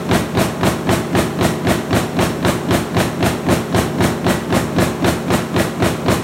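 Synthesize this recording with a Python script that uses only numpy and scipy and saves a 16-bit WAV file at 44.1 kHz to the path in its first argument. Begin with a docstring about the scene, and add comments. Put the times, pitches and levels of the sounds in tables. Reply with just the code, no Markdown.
"""A factory hall, close in front of the die of a stamping press running at about 230 strokes a minute.
In every stroke the frame groans under rising load, the punches squeak through the strip, the die closes
in a quick run of thuds and steel clanks, and a jet of air clears the part. Frame and die ring in their
normal modes, and the hall reverberates between strokes, over the rumble of the machinery."""
import sys
import numpy as np
from scipy import signal
from scipy.fft import rfft, irfft
from scipy.io import wavfile

SR = 44100
rng = np.random.default_rng(int(sys.argv[2]) if len(sys.argv) > 2 else 0)


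def to_wav(sig):
    """Store sig (one row per channel, or 1-D mono) as 16-bit WAV at the path in sys.argv[1].

    Samples outside -1..1 are clipped; the rate is SR.
    """
    pcm = np.clip(np.atleast_2d(sig), -1, 1) * 32767
    pcm = np.round(pcm).astype(np.int16)
    wavfile.write(sys.argv[1], SR, pcm.T)  # frames by channels


N = 274743
TIME = np.arange(N) / SR
FREQ = np.arange(N // 2 + 1) * SR / N
FIRST_CUT_S, PERIOD_S = .1113, .259565  # moments within a stroke count from the cut


def clanks(early_db=2, settle_s=.9, contact_s=.00021):
    """Impact noise: harder contact of steel on steel is brighter; the first strokes hit hardest."""
    steel_spectrum = rfft(steel_vibration())
    t, bursts = TIME[:SR // 8], 0
    for start_s, db, bright_hz, t60_s in blows() + punches() + rattles():
        envelope = undb(db) * (1 - np.exp(-t / contact_s)) * fade(t, t60_s)
        vibration = irfft(steel_spectrum / np.sqrt(1 + (FREQ / bright_hz) ** 2), N)
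        bursts = bursts + every_stroke(envelope, start_s, scatter_db=1.87) * vibration
    return bursts * undb(early_db * np.exp(-TIME / settle_s))


def steel_vibration(alike_hz=1320):
    """Densely overlapping modes merge into noise: its lows repeat each turn, its highs are ever new."""
    # spectrum of struck steel: frequency_hz, relative_db
    steel_spectrum = [(150, 7), (350, 6), (480, -0.5), (650, -3), (900, -0.5), (1150, -4), (2100, -7),
                      (3000, -9.5), (4100, -8.5), (5500, -16.5), (9000, -28.5), (15000, -26)]
    since_cut_s = (TIME - FIRST_CUT_S) % PERIOD_S
    repeating = rfft(rng.standard_normal(N)[(since_cut_s * SR).astype(int)])
    fresh = rfft(rng.standard_normal(N))
    share = 1 / (1 + (FREQ / alike_hz) ** 2)
    noise = irfft(repeating * np.sqrt(share) + fresh * np.sqrt(1 - share), N)
    return level(colour(noise, steel_spectrum), 0)


def blows(crack_t60_s=.024, chatter_db=-6.8, chatter_hz=2200, chatter_t60_s=.13):
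    """Two-stage decay: each main impact is a short crack and a weaker, longer chatter."""
    # the stripper lands, the punches cut, the die bottoms: start_s, level_db, brightness_hz
    impacts = [(-.0205, -17.5, 2900), (.0011, -9.3, 4400), (.035, -10.5, 1450)]
    rows = []
    for start_s, db, bright_hz in impacts:
        rows.append((start_s, db, bright_hz, crack_t60_s))
        rows.append((start_s, db + chatter_db, chatter_hz, chatter_t60_s))
    return rows


def punches(first_s=.0079, gap_s=.007, db=-19, bright_hz=1430, t60_s=.091):
    """Staggered breakthrough: the later punches give three like impacts, one after another."""
    return [(first_s + k * gap_s, db, bright_hz, t60_s) for k in range(3)]


def rattles(first_s=.058, gap_s=.027, db=-24.5, step_db=-3.5, bright_hz=1690, t60_s=.24):
    """Inelastic rebound: loose steel rattles as the die opens, weaker each time."""
    return [(first_s + k * gap_s, db + k * step_db, bright_hz, t60_s) for k in range(3)]


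def thuds():
    """Damped oscillation: each blow heaves the bed briefly; heavier, softer contacts sound lower."""
    # heavy contacts on the bed: start_s, level_db, pitch_hz, swell_cycles
    contacts = [(-.0251, -15.5, 285, 2.9), (-.0094, -9.5, 191, 0.76), (.0001, -14, 110.6, 1.52),
                (0.0251, -12.5, 254.2, 2.93), (0.035, -14, 85.4, .55), (0.049, -9.5, 196, 0.7),
                (0.0739, -15.5, 169, 0.89)]
    t, out = TIME[:SR // 8], 0
    for start_s, db, hz, swell_cycles in contacts:
        rise = t * hz / swell_cycles
        heave = rise ** 2 * np.exp(2 * (1 - rise)) * np.sin(2 * np.pi * hz * t)
        out = out + every_stroke(undb(db) * heave, start_s, scatter_db=1.74)
    return out


def frame_groan(start_s=-.051, end_s=.11, attack_s=.01, release_s=.074):
    """Stress tunes the frame: its pitch climbs as the load comes on and sags once the strip is cut."""
    slack_hz, loaded_hz, sag_hz = 168, 409, 80
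    load_at_s, load_rise_s, sag_s = -.0163, .0046, .0163
    t = start_s + TIME[:int((end_s - start_s) * SR)]
    load = (1 + np.tanh((t - load_at_s) / (2 * load_rise_s))) / 2
    sag = 1 - np.exp(-np.maximum(t, 0) / sag_s)
    hz = slack_hz + (loaded_hz - slack_hz) * load - sag_hz * sag
    swell = np.clip(np.minimum((t - start_s) / attack_s, (end_s - t) / release_s), 0, 1)
    return steel_tone(start_s, hz, undb(-18) * swell, waver=.003, early_sharp=.0063)


def punch_squeaks():
    """Friction tones: the punches squeak into and out of the strip, each in a linear glide."""
    # sliding contacts: start_s, length_s, pitch_hz, glide_hz_per_s, level_db
    slides = [(-.0114, 0.0304, 708, 10500, -19.5), (.036, 0.0171, 634.5, -12000, -12)]
    out = 0
    for start_s, length_s, centre_hz, glide, db in slides:
        t = TIME[:int(length_s * SR)]
        hz = centre_hz + glide * (t - length_s / 2)
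        swell = undb(db) * np.sin(np.pi * t / length_s)
        out = out + steel_tone(start_s, hz, swell, waver=.016, early_sharp=.076)
    return out


def steel_tone(start_s, hz, envelope, waver, early_sharp, overtone_db=-19, settle_s=.99):
    """Stressed steel sings a fundamental and its octave, a little sharp in the first, harder strokes."""
    out = np.zeros(N)
    for at_s in strokes(start_s):
        detune = 1 + waver * rng.standard_normal() + early_sharp * np.exp(-at_s / settle_s)
        phase = 2 * np.pi * np.cumsum(hz * detune) / SR
        add(out, at_s, envelope * (np.sin(phase) + undb(overtone_db) * np.sin(2 * phase)))
    return out


def air_blast(crack_s=.0015, open_s=.012, shut_s=.046, leak_db=-15, fill_s=.023, empty_t60_s=.33):
    """Turbulent jet noise: a valve opens once a turn and air hisses out, brightest at full flow."""
    # spectrum of the jet: frequency_hz, relative_db
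    jet_spectrum = [(300, 8.5), (700, 7), (1700, 2), (2500, -1.5), (4000, -4), (6000, -7), (9000, -5.5),
                    (12000, -10.5), (15500, -16.5)]
    edge_hz, slack_db, full_db = 11500, -4, 1.5  # treble above the edge, at no flow and full flow
    # the valve cracks open, opens fully, shuts, and the pipe empties
    t = crack_s + TIME[:SR // 4]
    pressure = undb(leak_db) + 1 - np.exp(-np.maximum(t - open_s, 0) / fill_s)
    emptying = fade(np.maximum(t - shut_s, 0), empty_t60_s)
    flow = every_stroke(pressure * emptying, crack_s, scatter_db=.2)
    hiss = colour(rng.standard_normal(N), jet_spectrum)
    body = irfft(rfft(hiss) / (1 + (FREQ / edge_hz) ** 10), N)
    treble = (hiss - body) * undb(slack_db + (full_db - slack_db) * flow)
    return flow * (body + treble)


def frame_ring(load_peak_s=.0293, build_s=.041):
    """Free vibration: the peak of the load sets the heavy frame humming on into the next strokes."""
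    # slow modes of frame and bed: pitch_hz, relative_db, t60_s
    frame_modes = [(73, -5, 0.6), (82.2, -28, 0.4), (97.2, -4, 1.6), (120.7, -5, 1.4), (126, -27, 0.24),
                   (148, 5.5, 1.57), (165, -1.5, 1.77), (177.6, -5.5, 0.83), (227.5, -0.5, 2),
                   (251.3, -0.5, 0.42), (256, -1, 1.1), (313.4, -8.5, 1.8), (342, -13, 0.13),
                   (338.8, -9, 1.2), (359, -1.5, 5.1), (373, 1, 1.2), (404.8, -9, 2.4), (427, -4.5, 1.9),
                   (522, -10, 1.1), (627, -5.5, 1.9), (778, -13, 1.64)]
    kicks = every_stroke(np.ones(1), load_peak_s, scatter_db=2.1)
    build_up = 1 - np.exp(-TIME[:SR] / build_s)
    return through(kicks, ringing(frame_modes) * build_up)


def die_ring(drive, t60_s=.4):
    """Resonance: the die rings where the drive meets its natural frequencies."""
    # modes of the die: pitch_hz, relative_db
    die_modes = [(545, -15), (595, 2), (656, -4), (705, -30), (762, -28), (792, -11), (875, -30),
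                 (908, -17), (1097, 2), (1314, 3.5), (1647, -32), (1736, 0.5), (1929, 6), (2513, 3),
                 (3110, 3), (3984, 2), (5477, 13), (6928, 0), (8072, -9)]
    return through(drive, ringing([(hz, db, t60_s) for hz, db in die_modes]))


def hall(x, low_t60_s=1.0, high_t60_s=.29, split_hz=3500, treble_db=8, build_s=.034):
    """Reverberation: a diffuse field builds up in the hall and decays, the treble first."""
    t = TIME[:SR]
    low = signal.sosfilt(signal.butter(2, split_hz, fs=SR, output="sos"), rng.standard_normal(SR))
    high = signal.sosfilt(signal.butter(2, split_hz, "high", fs=SR, output="sos"), rng.standard_normal(SR))
    tail = low * fade(t, low_t60_s) + undb(treble_db) * high * fade(t, high_t60_s)
    return through(x, tail * (1 - np.exp(-t / build_s)))


def machinery_rumble():
    """Stationary broadband noise: the machinery rumbles, strongest at low frequencies."""
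    # spectrum of the machinery: frequency_hz, relative_db
    rumble_spectrum = [(25, -22), (50, -17), (68, 6), (110, -8), (240, 12.5), (360, 5.5), (480, 7),
                       (650, 3), (1000, 1.5), (2000, -9), (4000, -15.5), (8000, -18.5), (15000, -26.5)]
    return colour(rng.standard_normal(N), rumble_spectrum)


def narrow_dips(x):
    """Notch filtering: narrow dips thin the deepest thud and soften the groan near 380 Hz."""
    # dips in the low and middle range: centre_hz, width_hz, gain_db
    dips = [(56, 7.2, -11), (84.4, 3.4, -1), (208.7, 5.7, -10), (280.5, 2.9, -12), (379, 13, -4),
            (470, 40, -1), (940, 16, -6)]
    return bumps(x, dips)


def strokes(moment_s):
    """Periodic motion: the times at which the crank passes one moment of its turn."""
    return np.arange((FIRST_CUT_S + moment_s) % PERIOD_S, N / SR, PERIOD_S)


def every_stroke(sound, moment_s, scatter_db):
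    """A pulse train: one sound at the same moment of each turn, never quite equally loud."""
    out = np.zeros(N)
    for start_s in strokes(moment_s):
        add(out, start_s, sound * undb(scatter_db * rng.standard_normal()))
    return out


def add(out, start_s, sound):
    """Superpose a short sound at a given time."""
    part = out[int(start_s * SR):][:len(sound)]
    part += sound[:len(part)]


def undb(db):
    """Decibels to amplitude ratio."""
    return 10 ** (np.asarray(db) / 20)


def level(x, db):
    """Set the rms level."""
    return x * undb(db) / np.sqrt(np.mean(x ** 2))


def fade(t, t60_s):
    """Exponential decay, by 60 dB in t60_s."""
    return np.exp(-np.log(1000) * t / t60_s)


def ringing(modes):
    """Impulse response as a sum of damped modes."""
    t = TIME[:SR]
    return sum(undb(db) * fade(t, t60_s) * np.sin(2 * np.pi * hz * t) for hz, db, t60_s in modes)


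def through(x, response):
    """Circular convolution, so that strokes are already ringing at the start."""
    return irfft(rfft(x) * rfft(response, N), N)


def colour(x, points):
    """Filter by a spectral envelope of (frequency_hz, gain_db) points."""
    hz, db = np.transpose(points)
    gain_db = np.interp(np.log(FREQ + 1), np.log(hz), db)
    return irfft(rfft(x) * undb(gain_db), N)


def bumps(x, bands):
    """Filter by bell-shaped peaks and dips."""
    gain_db = sum(db / (1 + ((FREQ - hz) / width_hz) ** 2) for hz, width_hz, db in bands)
    return irfft(rfft(x) * undb(gain_db), N)


def scene():
    """Excitation and response: one crank drives every stroke; frame, die and hall answer."""
    steel, air = clanks(), level(air_blast(), -25.5)
    groan, squeaks = frame_groan(), punch_squeaks()
    die = level(die_ring(steel + undb(-9) * air), -34.5)
    # the low groan stays close to the frame and reaches the hall weakly
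    radiated = steel + undb(-13.5) * groan + undb(-7.5) * (air + squeaks)
    echo = level(hall(radiated), -28.5)
    rumble = level(machinery_rumble(), -27.5)
    press = thuds() + groan + squeaks + steel + air + level(frame_ring(), -25) + die
    return narrow_dips(press + echo + rumble)[None]


def record(dry, low_cut_hz=58, top_hz=15750, ceiling=.72):
    """Band limiting and saturation: the microphone notches the treble, cuts both ends, rounds peaks."""
    # colour of the microphone port: centre_hz, width_hz, gain_db
    port_bands = [(4870, 200, -6), (5500, 280, 0.5), (10400, 280, -6.5), (11500, 460, 2), (12150, 340, -3)]
    low_cut = signal.butter(5, low_cut_hz, "high", fs=SR, output="sos")
    top_cut = signal.ellip(10, .2, 80, top_hz, fs=SR, output="sos")
    heard = signal.sosfilt(low_cut, bumps(dry, port_bands))
    rounded = heard / (1 + (heard / ceiling) ** 6) ** (1 / 6)
    return signal.sosfilt(top_cut, rounded)


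dry = scene()
out = record(dry)
to_wav(out)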